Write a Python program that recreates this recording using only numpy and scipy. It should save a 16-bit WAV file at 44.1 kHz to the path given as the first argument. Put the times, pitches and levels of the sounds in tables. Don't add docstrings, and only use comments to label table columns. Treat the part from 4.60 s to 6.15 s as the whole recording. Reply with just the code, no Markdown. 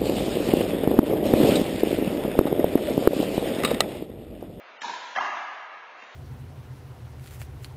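import sys
import numpy as np
from scipy import signal
from scipy.fft import rfft, irfft, dct
from scipy.io import wavfile
from scipy.ndimage import uniform_filter1d

SR = 44100
rng = np.random.default_rng(int(sys.argv[2]) if len(sys.argv) > 2 else 0)


def convert_level_to_amplitude(level_db):
    exponent = np.asarray(level_db, float) / 20
    return 10 ** exponent


def output_pcm(signal):
    pcm = np.clip(np.atleast_2d(signal).T, -1, 1) * 32767
    wavfile.write(sys.argv[1], SR, np.round(pcm).astype(np.int16))


N = 68355


def evened(x):
    return x / np.sqrt(np.mean(x ** 2) + 1e-20)


def read(points, hz):
    point_hz, value = np.transpose(points)
    return np.interp(np.log(hz + 1), np.log(point_hz + 1), value)


# pitch_hz, level_db (per Hz)
FAN_COLOUR = [(59, -47), (100, -35), (368, -12), (540, -7), (592, -2.5), (1150, -5), (2340, -6.5),
              (6420, -30.5), (8000, -50.5), (10400, -94), (17600, -120)]


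def fans():
    level_db, patch_db, swell_db = -48, 1.0, 0.3
    frames, hz = N // 256 + 5, np.fft.rfftfreq(1024, 1 / SR)
    real, imag, patches = rng.standard_normal((frames, 513, 3)).T
    swell = evened(uniform_filter1d(patches.mean(0), size=12))
    patches = uniform_filter1d(patches, size=10, axis=0)
    patches = evened(uniform_filter1d(patches, size=12, axis=1))
    gain_db = read(FAN_COLOUR, hz)[:, None] + patch_db * patches + swell_db * swell
    rush = signal.istft((real + 1j * imag) * convert_level_to_amplitude(gain_db), nperseg=1024, noverlap=768)[1][:N]
    return convert_level_to_amplitude(level_db) * evened(rush)


def add(mix, start_s, sound):
    part = mix[round(start_s * SR):][:len(sound)]
    part += sound[:len(part)]


def modes(table):
    t = np.arange(2048) / SR
    out = 0
    for pitch_hz, width_hz, level_db in table:
        decay = np.exp(-np.pi * width_hz * t)
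        out = out + convert_level_to_amplitude(level_db) * decay * np.sin(2 * np.pi * pitch_hz * t)
    return out


def click(colour):
    log = np.log(convert_level_to_amplitude(read(colour, abs(np.fft.fftfreq(4096, 1 / SR)))))
    shape = np.fft.ifft(np.exp(log - 1j * signal.hilbert(log).imag)).real[:2048]
    return shape / abs(shape).max()


# pitch_hz, t60_s
HALL_DECAY = [(150, 0.4), (300, 0.79), (700, 1.7), (1200, 2.124), (2000, 2.), (3500, 1.8), (6000, 1.275)]


def hall(build_s=0.035):
    spacing = 20
    taps, at = np.zeros(N), np.arange(0, N - spacing, spacing)
    taps[at + rng.integers(0, spacing, len(at))] = rng.choice([-1., 1.], len(at))
    hz, t, z = signal.stft(evened(taps), SR, nperseg=256)
    decay = convert_level_to_amplitude(-60 * t / read(HALL_DECAY, hz)[:, None])
    tail = signal.istft(z * decay, SR, nperseg=256)[1][:N]
    return tail * (1 - np.exp(-np.arange(N) / SR / build_s))


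def blow(arrivals, ring, snap, colour, ring_tail_db, crack_tail_db, click_db):
    ring_rise_s, scatter_s, echo_width_hz, thin_hz = 0.0015, 0.003, 75, 190
    ring, snap, tick = modes(ring), modes(snap), convert_level_to_amplitude(click_db) * click(colour)
    crack = snap + tick
    echo = snap + convert_level_to_amplitude(-6) * tick
    out, t = np.zeros(N), np.arange(len(ring)) / SR
    for start_s, pitch_hz, ring_db, crack_db in arrivals:
        scatter = rng.standard_normal(len(t)) * np.exp(-t / scatter_s)
        ping = modes([(pitch_hz, echo_width_hz, 0)]) * (1 - np.exp(-t / ring_rise_s))
        slap = signal.fftconvolve(echo, scatter) / np.linalg.norm(scatter)
        add(out, start_s, convert_level_to_amplitude(ring_db) * ping / abs(ping).max())
        add(out, start_s, convert_level_to_amplitude(crack_db + 7) * slap)
    source = convert_level_to_amplitude(ring_tail_db) * ring / np.linalg.norm(ring)
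    source = source + convert_level_to_amplitude(crack_tail_db) * crack / np.linalg.norm(crack)
    first_s = arrivals[0][0]
    add(out, first_s, signal.fftconvolve(hall(), source))
    return signal.sosfilt(signal.butter(6, thin_hz, "high", fs=SR, output="sos"), out)


# start_s, pitch_hz (loudest ring), ring_db, crack_db
HAND_ARRIVALS = [
    (.2185, 960, -42, -32),
    (.232, 960, -44, -38),
    (.2435, 945, -26, -40),
    (.249, 960, -30, -44),
    (.2575, 960, -33, -36),
    (.281, 960, -28, -36),
    (.2955, 955, -22, -42),
    (.335, 980, -34, -44),
    (.44, 990, -35, -48),
]
# pitch_hz, width_hz, level_db
HAND_SHELL = [(976.6, 74, -0.5), (266, 80, -19.5)]
# pitch_hz, width_hz, level_db
HAND_UPPER = [(1732, 120, -8.5), (2320, 900, -9), (3780, 1200, 7), (5700, 1000, -9.5)]
# pitch_hz, level_db
SOFT_CLICK = [(150, -33), (250, -12.5), (600, -12.5), (1300, 10), (2600, 1), (4500, -6), (7000, -4),
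              (8800, -34)]


def hand_smack():
    return blow(HAND_ARRIVALS, HAND_SHELL, HAND_UPPER, SOFT_CLICK,
                ring_tail_db=-34, crack_tail_db=-34, click_db=4.5)


# start_s, pitch_hz (loudest ring), ring_db, crack_db
WALL_ARRIVALS = [(.554, 900, -40, -33), (.5615, 1700, -23, -24), (.571, 1950, -27, -29),
                 (.576, 770, -19, -33), (.584, 1250, -23, -36), (.585, 740, -24, -34),
                 (.6085, 1030, -21, -36), (.622, 1100, -25, -38), (.636, 1100, -24, -34),
                 (.646, 1250, -27, -31), (.662, 1200, -26, -34), (.77, 1000, -33, -38),
                 (.816, 1250, -30, -38)]
# pitch_hz, width_hz, level_db
WALL_SHELL = [(828, 130, -5), (1250, 88, -0.5), (1078, 190, -4.5), (356, 300, -12.5)]
# pitch_hz, width_hz, level_db
WALL_UPPER = [(1664, 86, -5), (2025, 200, -6.5), (2708, 160, -8.5), (5250, 810, -35)]
# pitch_hz, level_db
WALL_CLICK = [(150, -47.5), (300, -15), (600, 12.5), (1100, 10.5), (2400, -2), (3800, -16.5), (6800, -9.5),
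              (8800, -61)]


def wall_hit():
    return blow(WALL_ARRIVALS, WALL_SHELL, WALL_UPPER, WALL_CLICK,
                ring_tail_db=-33.5, crack_tail_db=-28, click_db=4.0)


# start_s, pitch_hz (loudest ring), ring_db, crack_db
BOUNCE_ARRIVALS = [
    (1.423, 2750, -43, -46),
    (1.425, 260, -51, -60),
    (1.437, 950, -42, -54),
]
# pitch_hz, width_hz, level_db
BOUNCE_SHELL = [(880, 310, 1), (267, 44, -18)]
# pitch_hz, width_hz, level_db
BOUNCE_UPPER = [(2827, 310, -1.5), (3700, 390, 5.5), (6300, 320, -19)]


def floor_bounce():
    return blow(BOUNCE_ARRIVALS, BOUNCE_SHELL, BOUNCE_UPPER, SOFT_CLICK,
                ring_tail_db=-56, crack_tail_db=-52.5, click_db=9.5)


def scene():
    return (hand_smack() + wall_hit() + floor_bounce() + fans())[None]


STREAM_SR, LONG, SHORT = 16000, 1024, 128


def fold(x, edges, sign):
    x = x.copy()
    for at, half in edges:
        k = np.arange(half)
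        turn = sign * np.pi / 4 * (1 - (k + .5) / half)
        after, before = x[at + k], x[at - 1 - k]
        x[at + k] = np.cos(turn) * after + np.sin(turn) * before
        x[at - 1 - k] = np.cos(turn) * before - np.sin(turn) * after
    return x


# pitch_hz, level_db (over the local level)
STEP_SIZE = [(150, 2), (450, -6), (800, -1), (1300, 2), (2000, 5), (3000, 8), (4500, 9), (7500, 8.5)]
# pitch_hz, level_db (against the block's mean power)
STEP_FLOOR = [(100, -34), (400, -41), (4000, -34.5), (7200, -28.5)]


def coarsen(lines):
    jitter_db, rounding, own_share = 2.5, 0.4, 0.85
    per = lines.shape[1] // 64
    own = (lines ** 2).reshape(len(lines), -1, per).mean(2)
    hz = (np.arange(own.shape[1]) + .5) / own.shape[1] * STREAM_SR / 2
    floor = own.mean(1, keepdims=True) * convert_level_to_amplitude(2 * read(STEP_FLOOR, hz))
    own = uniform_filter1d(own, size=3) + floor + 1e-18
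    local = np.sqrt(own ** own_share * own.mean(0) ** (1 - own_share))
    step_db = read(STEP_SIZE, hz) + jitter_db * rng.standard_normal(len(hz))
    step = np.repeat(local * convert_level_to_amplitude(step_db), per, axis=1)
    return np.sign(lines) * np.floor(abs(lines) / step + rounding) * step


def stream(x):
    first_edge, short_frames = 663, (2, 8)
    low = np.pad(signal.resample(x, N * STREAM_SR // SR), (LONG, 2 * LONG))
    starts = range(first_edge, len(low) - 2 * LONG + 1, LONG)
    short = [k - 1 in short_frames for k in range(len(starts) + 1)]
    edges = []
    for k, s in enumerate(starts):
        edges.append((s, (SHORT if short[k] or short[k - 1] else LONG) // 2))
    for k, s in enumerate(starts):
        if short[k]:
            edges += [(s + j, SHORT // 2) for j in range(SHORT, LONG, SHORT)]
    low = fold(low, edges, 0.96)
    for k, s in enumerate(starts[:-1]):
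        blocks = low[s:s + LONG].reshape(-1, SHORT if short[k] else LONG)
        lines = dct(blocks, type=4, norm="ortho")
        low[s:s + LONG] = dct(coarsen(lines), type=4, norm="ortho").ravel()
    return signal.resample(fold(low, edges, -1)[LONG:-2 * LONG], N)


def roll_off(x):
    return signal.sosfilt(signal.butter(12, 8960, fs=SR, output="sos"), x)


def record(dry):
    low_cut_hz, edge_hz, image_from_hz, image_db = 110, 7450, 7050, -20
    x = signal.sosfilt(signal.butter(4, low_cut_hz, "high", fs=SR, output="sos"), dry[0])
    lowpass = signal.firwin(801, edge_hz, window=("kaiser", 8), fs=SR)
    x = stream(signal.oaconvolve(x, lowpass, "same"))
    top = irfft(rfft(x) * (np.fft.rfftfreq(N, 1 / SR) > image_from_hz), N)
    image = convert_level_to_amplitude(image_db) * top * np.cos(2 * np.pi * STREAM_SR * np.arange(N) / SR)
    return roll_off((x + image)[None])


dry = scene()
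out = record(dry)
output_pcm(out)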